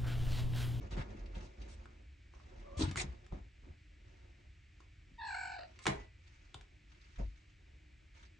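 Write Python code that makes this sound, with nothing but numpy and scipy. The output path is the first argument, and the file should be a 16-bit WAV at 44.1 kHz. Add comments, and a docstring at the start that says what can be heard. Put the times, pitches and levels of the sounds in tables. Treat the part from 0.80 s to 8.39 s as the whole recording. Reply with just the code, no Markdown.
"""Kittens wrestle on a shaggy cushion in a plastic bed in a small, quiet room, close to a phone.
Bodies thud on the shell (filtered flexing modes), paws stamp (one damped swing), fur and claws scrape (noise);
knocks, one very hard, are a ping, a crack, a wash and a ring, and a thin tone follows the hardest.
One kitten whimpers and later gives a short trilling mew (harmonics through moving resonances).
The walls add a brief echo; filtered noise makes a low rumble and faint hiss."""
import sys
import numpy as np
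from scipy import signal
from scipy.fft import rfft, irfft
from scipy.io import wavfile

SR = 44100
rng = np.random.default_rng(int(sys.argv[2]) if len(sys.argv) > 2 else 0)


def generate_wav(signal):
    """Clip the signal to [-1, 1] and save it as 16-bit WAV at the path in sys.argv[1]."""
    frames = np.transpose(np.atleast_2d(signal))
    scaled = np.clip(frames, -1, 1) * 32767
    pcm = np.round(scaled).astype(np.int16)
    wavfile.write(sys.argv[1], SR, pcm)


N = 334895
RING_T_S = np.arange(SR * 3 // 4) / SR  # time axis of blows and echo


def undb(db):
    """Decibels to gain."""
    return 10 ** (np.asarray(db) / 20)


def unit(x):
    """Scale to rms 1."""
    return x / np.sqrt(np.mean(x ** 2))


def add(track, start_s, sound):
    """Mix a sound into a track at start_s."""
    i = max(int(start_s * SR), 0)
    track[i:i + len(sound)] += sound[:N - i]


def colour(x, points):
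    """Filter by a spectrum of (hz, level_db) points, interpolated over log frequency."""
    hz, level_db = np.transpose(points)
    f_hz = np.fft.rfftfreq(x.shape[-1], 1 / SR) + 1
    gain = undb(np.interp(np.log(f_hz), np.log(hz), level_db))
    return irfft(rfft(x) * gain, x.shape[-1])


def band(x, lo_hz, hi_hz, order=1):
    """Causal Butterworth band-pass."""
    edges_hz = [lo_hz, min(hi_hz, SR / 2 - 1000)]
    return signal.sosfilt(signal.butter(order, edges_hz, "band", fs=SR, output="sos"), x)


def ring(modes, scatter_db):
    """Decaying modes (hz, level_db, t60_s); each blow lands elsewhere and weights them afresh."""
    hz, level_db, t60_s = np.transpose(modes)[:, :, None]
    scatter = scatter_db * rng.standard_normal(hz.shape)
    size = undb(level_db + scatter - 60 * RING_T_S / t60_s)
    return np.sum(size * np.sin(2 * np.pi * hz * RING_T_S), axis=0)


def grains(count, rough_db):
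    """Dense friction noise: tiny slips of uneven size, each under a millisecond."""
    slips = np.repeat(rng.standard_normal(count // 32 + 1), 32)[:count]
    return unit(rng.standard_normal(count) * undb(rough_db * slips))


def diffuse(count, alike=0):
    """Stereo noise from all sides at two spaced ports: alike in the bass, apart in the treble unless alike > 0."""
    port_gap_s = .00054
    f_hz = np.fft.rfftfreq(count, 1 / SR)
    share = np.clip(alike, 0, .95)
    likeness = share + (1 - share) * np.sinc(2 * f_hz * port_gap_s)
    weights = np.sqrt([1 + likeness, 1 - likeness])
    mid, side = irfft(rfft(rng.standard_normal((2, count))) * weights, count)
    return np.array([mid + side, mid - side]) / np.sqrt(2)


def from_left(x, pan_db):
    """Sound from the left reaches that port first and louder."""
    lag_samples = 23
    return np.array([x * undb(pan_db / 2), np.roll(x, lag_samples) * undb(-pan_db / 2)])


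def room(x, wet_db, t60_low_s=.3, t60_high_s=.18):
    """Close walls follow the direct sound with a dense, short echo that holds little deep bass."""
    ears = band(diffuse(len(RING_T_S)), 162, 12600, order=2)
    low = band(ears, 100, 2100)
    high = ears - low
    tail = low * 1000 ** (-RING_T_S / t60_low_s) + high * 1000 ** (-RING_T_S / t60_high_s)
    tail *= RING_T_S > .002  # gap before the echo, s
    tail *= undb(wet_db) / np.sqrt(np.sum(tail ** 2) / 2)
    return x + signal.fftconvolve(np.atleast_2d(x), tail, axes=1)[:, :N]


def push(length_s):
    """Envelope of one shift: the kitten leans in, eases off and stops."""
    rise_share, fade_db, release_s = .22, 10, .03
    t_s = np.arange(0, length_s, 1 / SR)
    rise_s = rise_share * length_s
    easing = undb(-fade_db * np.maximum(t_s - rise_s, 0) / (length_s - rise_s))
    return np.minimum(t_s / rise_s, 1) * easing * np.minimum((length_s - t_s) / release_s, 1)


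def shuffling():
    """Paws knead the padding with a low mutter while the shaggy pile rustles."""
    # kitten shifting on the cushion, relative levels: start_s, length_s, weight_db, rub_db
    shifts = [(0, 0.1, -52.5, -74.5), (0.09, 0.25, -50.5, -71), (0.278, 0.38, -58, -77.5),
              (0.52, 0.25, -60.5, -73), (0.749, 0.31, -60.5, -74.5), (0.982, 0.28, -68, -84),
              (1.5, 0.33, -69, -81.5), (1.639, 0.71, -63.5, -80.5), (2.16, 0.33, -63.5, -77),
              (2.501, 0.12, -55.5, -78.5), (2.81, 0.13, -64.5, -85), (3.184, 0.51, -74.5, -85),
              (3.984, 0.08, -101, -80), (4.83, 0.3, -77, -77), (5.136, 0.13, -58, -73.5),
              (5.381, 0.49, -86, -78.5), (6.038, 0.71, -102, -79), (6.371, 0.066, -54.5, -74),
              (7.333, 0.15, -76, -71.5)]
    # spectrum of the padding: hz, level_db
    padding = [(24, -46), (40, 7), (130, -4.5), (177, -21), (278, -18), (475, -25.5), (560, -23),
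               (745, -29), (916, -32.5), (2500, -42.5), (3250, -61), (5500, -120)]
    # spectrum of the pile: hz, level_db
    fur = [(500, -9), (1000, 5.5), (2200, 10), (4000, 4), (6500, 2.5), (8500, -13.5), (11000, -6.5)]
    # the padding stirs faintly between shifts too
    restless_db, wander_db = -82, 4
    wander = unit(band(rng.standard_normal(N), 0.39, 17.0, order=2))
    weight = undb(restless_db + wander_db * wander)
    rub = np.zeros(N)
    for start_s, length_s, weight_db, rub_db in shifts:
        add(weight, start_s, undb(weight_db) * push(length_s))
        add(rub, start_s, undb(rub_db) * push(length_s))
    mutter = colour(grains(N, rough_db=4.5), padding)
    mutter /= np.std(band(mutter, 200, 900, order=3))
    rustle = unit(colour(grains(N, rough_db=7.5), fur))
    return undb(-2) * weight * mutter + undb(7) * rub * rustle


def air():
    """The building rumbles from all sides; a faint steady hiss sits near the middle."""
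    # overall spectrum of the background: hz, level_db
    background = [(15, -51), (25, -4), (71, 5.5), (99, -2.5), (260, -27.5), (303, -12), (336, -24),
                  (381, -27), (468, -34.5), (721, -34), (954, -39.5), (2270, -27), (3320, -36),
                  (7700, -46.5), (11000, -69.5), (14300, -96), (22000, -120)]
    level_db = -60
    rumble = colour(diffuse(N, alike=0), [(1000, -0.5), (1800, -18.5), (3000, -29.5)])
    hiss = colour(diffuse(N, alike=0.81), [(600, -31.5), (1100, 0.5), (1700, 5.5)])
    noise = band(colour(rumble + hiss, background), 32, 20000, order=2)
    return undb(level_db) * noise / np.std(noise.mean(axis=0))


def bumps():
    """A soft body sets the shell flexing; modes near its own pace answer most."""
    # bodies on the shell, heavier and softer pushes lower: start_s, level_db (peak, dry), centre_hz
    bump_table = [(.005, -45.5, 251), (0.123, -38.5, 166), (0.171, -41, 209), (.185, -38.5, 110),
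                  (0.347, -42.5, 237), (0.564, -41.5, 163), (0.814, -54.5, 236), (1.971, -32, 71.4),
                  (1.992, -31, 247), (2.008, -26.5, 287), (2.032, -26, 89), (2.076, -31.5, 117),
                  (2.111, -35, 199), (2.166, -36, 102), (2.24, -36.5, 149), (2.283, -36, 55.5),
                  (2.541, -47.5, 244), (2.607, -46.5, 61), (2.867, -53.5, 250), (4.316, -52.5, 170),
                  (5.076, -28, 380), (5.083, -28.5, 166), (5.102, -38.5, 76), (5.75, -47, 104),
                  (6.414, -32, 45.6), (6.449, -37, 43)]
    # low flexing modes of the loaded shell: hz, level_db, t60_s
    flex = [(52, 0, .22), (66, -5, .16), (91, 0, .22), (116, -4, .16), (140, -3, .18), (170, -7, .1),
            (198, -3, .13), (240, -7, .08), (278, 2, .13), (312, -2, .09), (355, -10, .06), (409, -11, .1),
            (479, -12, .06), (635, -9, .06)]
    out = np.zeros(N)
    for start_s, level_db, centre_hz in bump_table:
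        thud = band(ring(flex, scatter_db=3), centre_hz / 1.32, centre_hz * 1.4, order=2)
        add(out, start_s, undb(level_db) * thud / np.abs(thud).max())
    return out


def scrapes():
    """Claws and fur skid over the plastic in short strokes; a claw that catches rasps in a narrow band."""
    # strokes along the wall: start_s, length_s, level_db (relative), rough_db, centre_hz, width_octaves
    strokes = [(0.103, 0.039, -57.5, 3, 1850, 2.6), (0.163, 0.067, -53, 4.5, 935, 2.73),
               (0.543, 0.025, -60, -7, 1880, 2.2), (0.617, 0.049, -69.5, 0, 4200, 1.2),
               (0.814, 0.011, -64, 12, 4000, 0.79), (0.879, 0.072, -68, 2, 4640, 1.9),
               (1.965, 0.087, -52, -2.5, 3620, 2.3), (1.991, 0.045, -45, 7, 4260, 1.1),
               (1.992, 0.058, -47, 6, 590, 2.1), (2.042, 0.06, -54.5, 2, 1470, 2.9),
               (2.164, 0.055, -41.5, 11, 5130, 1.7), (2.167, 0.043, -43.5, 4, 2190, 0.38),
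               (2.165, 0.057, -51, -4.5, 560, 1.6), (5.012, 0.046, -63, 8, 4370, 2),
               (6.383, 0.014, -51.5, 1.5, 534, 0.6), (6.406, .013, -56, 4.5, 640, 0.74)]
    out = np.zeros(N)
    for start_s, length_s, level_db, rough_db, centre_hz, width_octaves in strokes:
        count, spread = int(length_s * SR), 2 ** (width_octaves / 2)
        noise = grains(len(RING_T_S), rough_db)
        skid = unit(band(noise, centre_hz / spread, centre_hz * spread, order=2)[:count])
        add(out, start_s, undb(level_db) * skid * signal.windows.tukey(count, 0.29))
    return out


def knocks():
    """A dead ping at the contact; a crack, a short wash of dense modes and a ring from the whole shell."""
    # knocks and claw taps: start_s, level_db (relative), contact_hz, ring_db and ping_db (re level_db)
    knock_table = [(0.168, -40.5, 900, 3, -1), (1.057, -49, 1390, -28, 5.5), (1.538, -54, 1010, 3, 3.5),
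                   (1.6, -55, 1130, -20, 5.5), (2.112, -32.5, 3280, -3.5, -16),
                   (2.158, -28, 1480, -3, -1.5), (2.175, -32, 2050, -22, 7), (2.201, -30, 2180, -27, -7),
                   (2.464, -45, 1580, -11, -11), (2.524, -50, 730, 7, 10.5), (4.004, -47, 980, -11.5, -2),
                   (4.99, -40.5, 2780, -2, -11), (5.056, -29, 1200, 7, -4), (5.067, -12.5, 2220, -8, -4.5),
                   (5.068, -20, 950, -2, -0.5), (5.077, -25.5, 4200, -16, -25), (5.111, -40, 450, -17, -5),
                   (5.7435, -37, 3460, -20, 0.5), (5.746, -40, 880, -7, -7),
                   (5.811, -44.5, 2400, -24, -7.5)]
    # ringing modes of the plastic walls: hz, level_db, t60_s
    wall = [(198, -2, .25), (280, -2, .22), (409, 0, .26), (435, -1, .2), (522, -1, .22), (636, 0, .16),
            (760, -2, .13), (830, -2, .13), (928, -3, .12), (1050, 0, .14), (1210, -3, .18),
            (1726, -4, .15), (2133, 3, .13), (2256, -5, .16), (2552, -11, .17), (2864, -12, .16),
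            (3338, -9, .17), (3540, -4, .15)]
    crack_s, ping_s, wash_s = 0.0028, 0.001, 0.023  # decay to 1/e
    wash_db, modes_db = -7, -22
    contact, shell = np.zeros((2, N))
    for start_s, level_db, hz, ring_db, ping_db in knock_table:
        ping = np.exp(-RING_T_S / ping_s) * np.sin(2 * np.pi * hz * RING_T_S)
        add(contact, start_s, undb(level_db + ping_db) * ping)
        noise = 0.29 * unit(band(rng.standard_normal(len(RING_T_S)), hz / 5.7, hz * 1.44))
        add(contact, start_s, undb(level_db) * noise * np.exp(-RING_T_S / crack_s))
        wash = undb(wash_db) * band(noise, 120, hz * 1.5) * np.exp(-RING_T_S / wash_s)
        tone = undb(modes_db) * band(ring(wall, scatter_db=1), hz / 3, hz * 0.8)
        add(shell, start_s, undb(level_db + ring_db) * (wash + tone))
    return contact, shell


def stamps():
    """A paw lands and stays down: the floor of the bed gives one swing and is damped at once."""
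    # paws on the floor of the bed: start_s, level_db (peak, dry), swing_hz
    stamp_table = [(0.174, -33.5, 170), (0.194, -33.5, 129), (2.018, -29.5, 262), (2.528, -34.5, 135),
                   (2.905, -42.5, 58.6), (6.397, -34, 184), (6.411, -35, 95)]
    swing_cycles = 0.63
    out = np.zeros(N)
    for start_s, level_db, swing_hz in stamp_table:
        cycles = swing_hz * RING_T_S
        swing = np.sin(2 * np.pi * cycles) * cycles * np.exp(-2 * cycles / swing_cycles)
        add(out, start_s, undb(level_db) * swing / np.abs(swing).max())
    return out


def voice(cry, flutter, throat_scale, tilt_db):
    """Harmonics with a fast trill, more ragged with roughness, through resonances that move with the mouth."""
    # throat and mouth resonances: width_hz, then centre_hz and level_db, each for mouth parting, wide, closing
    throat = [(520, 890, 720, 640, -1, 0, 4), (520, 1600, 1500, 1600, -0.5, 1, -6),
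              (480, 2000, 2270, 2350, -14, -4.5, -16), (336, 2600, 2790, 2800, -21, -14, -9),
              (400, 3550, 3400, 1600, -19.5, -28, -4), (800, 3960, 4310, 4030, -9.5, -11.5, -11.5),
              (700, 5200, 5240, 4650, -40.5, -23, -12.5), (1500, 4200, 6800, 5900, -46.5, -26.5, -32.5),
              (650, 8000, 7690, 7600, -52, -13.5, -29.5)]
    trill_hz, trill_extra_hz, trill_settles_s, trill_cusp = 43.7, 20, .12, .2
    # scatter at full roughness, shares: of pitch, of the trill's pace, of its depth; then of loudness
    jitter, trill_wander, trill_uneven, shimmer_db = .022, .13, .45, 2.8

    times_s, *controls = np.transpose(cry)
    t_s = np.arange(0, times_s[-1] - times_s[0], 1 / SR)
    hz, level_db, depth, rough, mouth = (np.interp(t_s + times_s[0], times_s, c) for c in controls)
    drift, uneven, shake, shimmer = (
        rough * unit(band(rng.standard_normal(SR), lo_hz, hi_hz, order=2))[:len(t_s)]
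        for lo_hz, hi_hz in [(8, 40), (12, 45), (60, 200), (20, 160)])

    pace_hz = (trill_hz + trill_extra_hz * np.exp(-t_s / trill_settles_s)) * (1 + trill_wander * drift)
    cycle = 2 * np.pi * np.cumsum(pace_hz) / SR
    # each trill is a sharp flick upwards and a rounded trough
    trill = -(trill_cusp * np.cos(2 * cycle) + np.sin(cycle)) * (1 + trill_uneven * uneven)
    pitch_hz = hz * (1 + depth * trill + jitter * shake)
    phase = 2 * np.pi * np.cumsum(pitch_hz) / SR

    k = np.arange(1, 13)[:, None]  # harmonic number
    gain = 0
    for width_hz, *shape in throat:
        centre_hz, peak_db = (np.interp(mouth, np.arange(len(v)), v) for v in np.split(np.array(shape), 2))
        offset = 2 * (k * pitch_hz - centre_hz * throat_scale) / width_hz
        gain = gain + undb(peak_db) / (1 + offset ** 2) ** 2
    gain *= undb(tilt_db * np.log2(k))
    # the tone thins at the top of each trill, overtones most
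    thinning = np.exp(-flutter * trill * depth / depth.max() * np.where(k > 1, 1, .3))
    tone = np.sum(gain * thinning * np.sin(k * phase), axis=0)
    tone /= np.sqrt(np.sum(gain ** 2, axis=0) / 2)
    out = np.zeros(N)
    add(out, times_s[0], undb(level_db + shimmer_db * shimmer) * tone)
    return out


def singing():
    """A thin tone swells and rings on as the hardest knock dies away."""
    start_s, hz, level_db, t60_s, rise_s = 5.165, 1975, -58, .55, .02
    tone = ring([(hz, 0, t60_s)], scatter_db=0)
    out = np.zeros(N)
    add(out, start_s, undb(level_db) * np.minimum(RING_T_S / rise_s, 1) * tone)
    return out


def scene():
    """Bed, kittens and room together."""
    # cries: time_s, pitch_hz, level_db (relative), trill_depth (share of pitch), roughness (0-1),
    # mouth (0 parting, 1 wide, 2 closing)
    whimper = [(1.841, 548, -69, 0.028, .5, 0), (1.872, 593, -54, 0.047, 0.82, 0),
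               (1.915, 540, -60, 0.02, .7, 0), (1.965, 597, -52.5, 0.04, 0.87, 0),
               (2.02, 565, -46.5, 0.19, 1, 0)]  # starts before the pounce and swells into it
    mew = [(4.38, 925, -66, .005, .05, 0), (4.39, 928, -49.5, 0.015, .05, 0.28),
           (4.42, 908, -46, 0.073, 0.47, 0.11), (4.475, 889, -45, 0.07, 0.41, 0.84),
           (4.54, 833, -45.5, 0.13, 0.36, 0.89), (4.63, 813, -45.5, 0.1, 0.39, 1),
           (4.69, 811, -48, 0.12, 0.49, 1.26), (4.755, 809, -48, 0.08, 0.5, 1.7),
           (4.785, 736.4, -51.5, 0.13, 1, 2.1), (4.835, 696, -52, 0.11, 1, 2.5),
           (4.865, 680, -66, 0.056, 0.76, 2)]
    friction = undb(-4.5) * (shuffling() + scrapes())
    # rubbing happens deep in the bed and bounces briefly between its sides
    friction = room(friction, wet_db=4, t60_low_s=0.11, t60_high_s=0.063)
    thuds = room(from_left(bumps() + stamps(), pan_db=2), wet_db=-9)
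    contact, shell = knocks()
    # the shell radiates all round, so much of it is heard by way of the walls
    hits = room(contact, wet_db=-5.5) + room(undb(-3) * shell, wet_db=0) + singing()
    cries = voice(whimper, flutter=.3, throat_scale=.64, tilt_db=-8)
    cries += voice(mew, flutter=.85, throat_scale=1, tilt_db=0)
    calls = room(cries, wet_db=-8.5, t60_low_s=.25)
    return thuds + hits + friction + undb(0.5) * calls + air()


def record(dry):
    """The phone softens the top octave and cuts above it; its left port turns the phase in a narrow band."""
    turn_hz, turn_q, top_hz = 608, 2.13, 11000
    left, right = colour(dry, [(8300, 0.0), (9500, -7.5), (11000, -18.0)])
    left = left - 2 * signal.lfilter(*signal.iirpeak(turn_hz, turn_q, fs=SR), left)
    return signal.sosfilt(signal.ellip(8, .2, 70, top_hz, fs=SR, output="sos"), [left, right])


dry = scene()
out = record(dry)
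generate_wav(out)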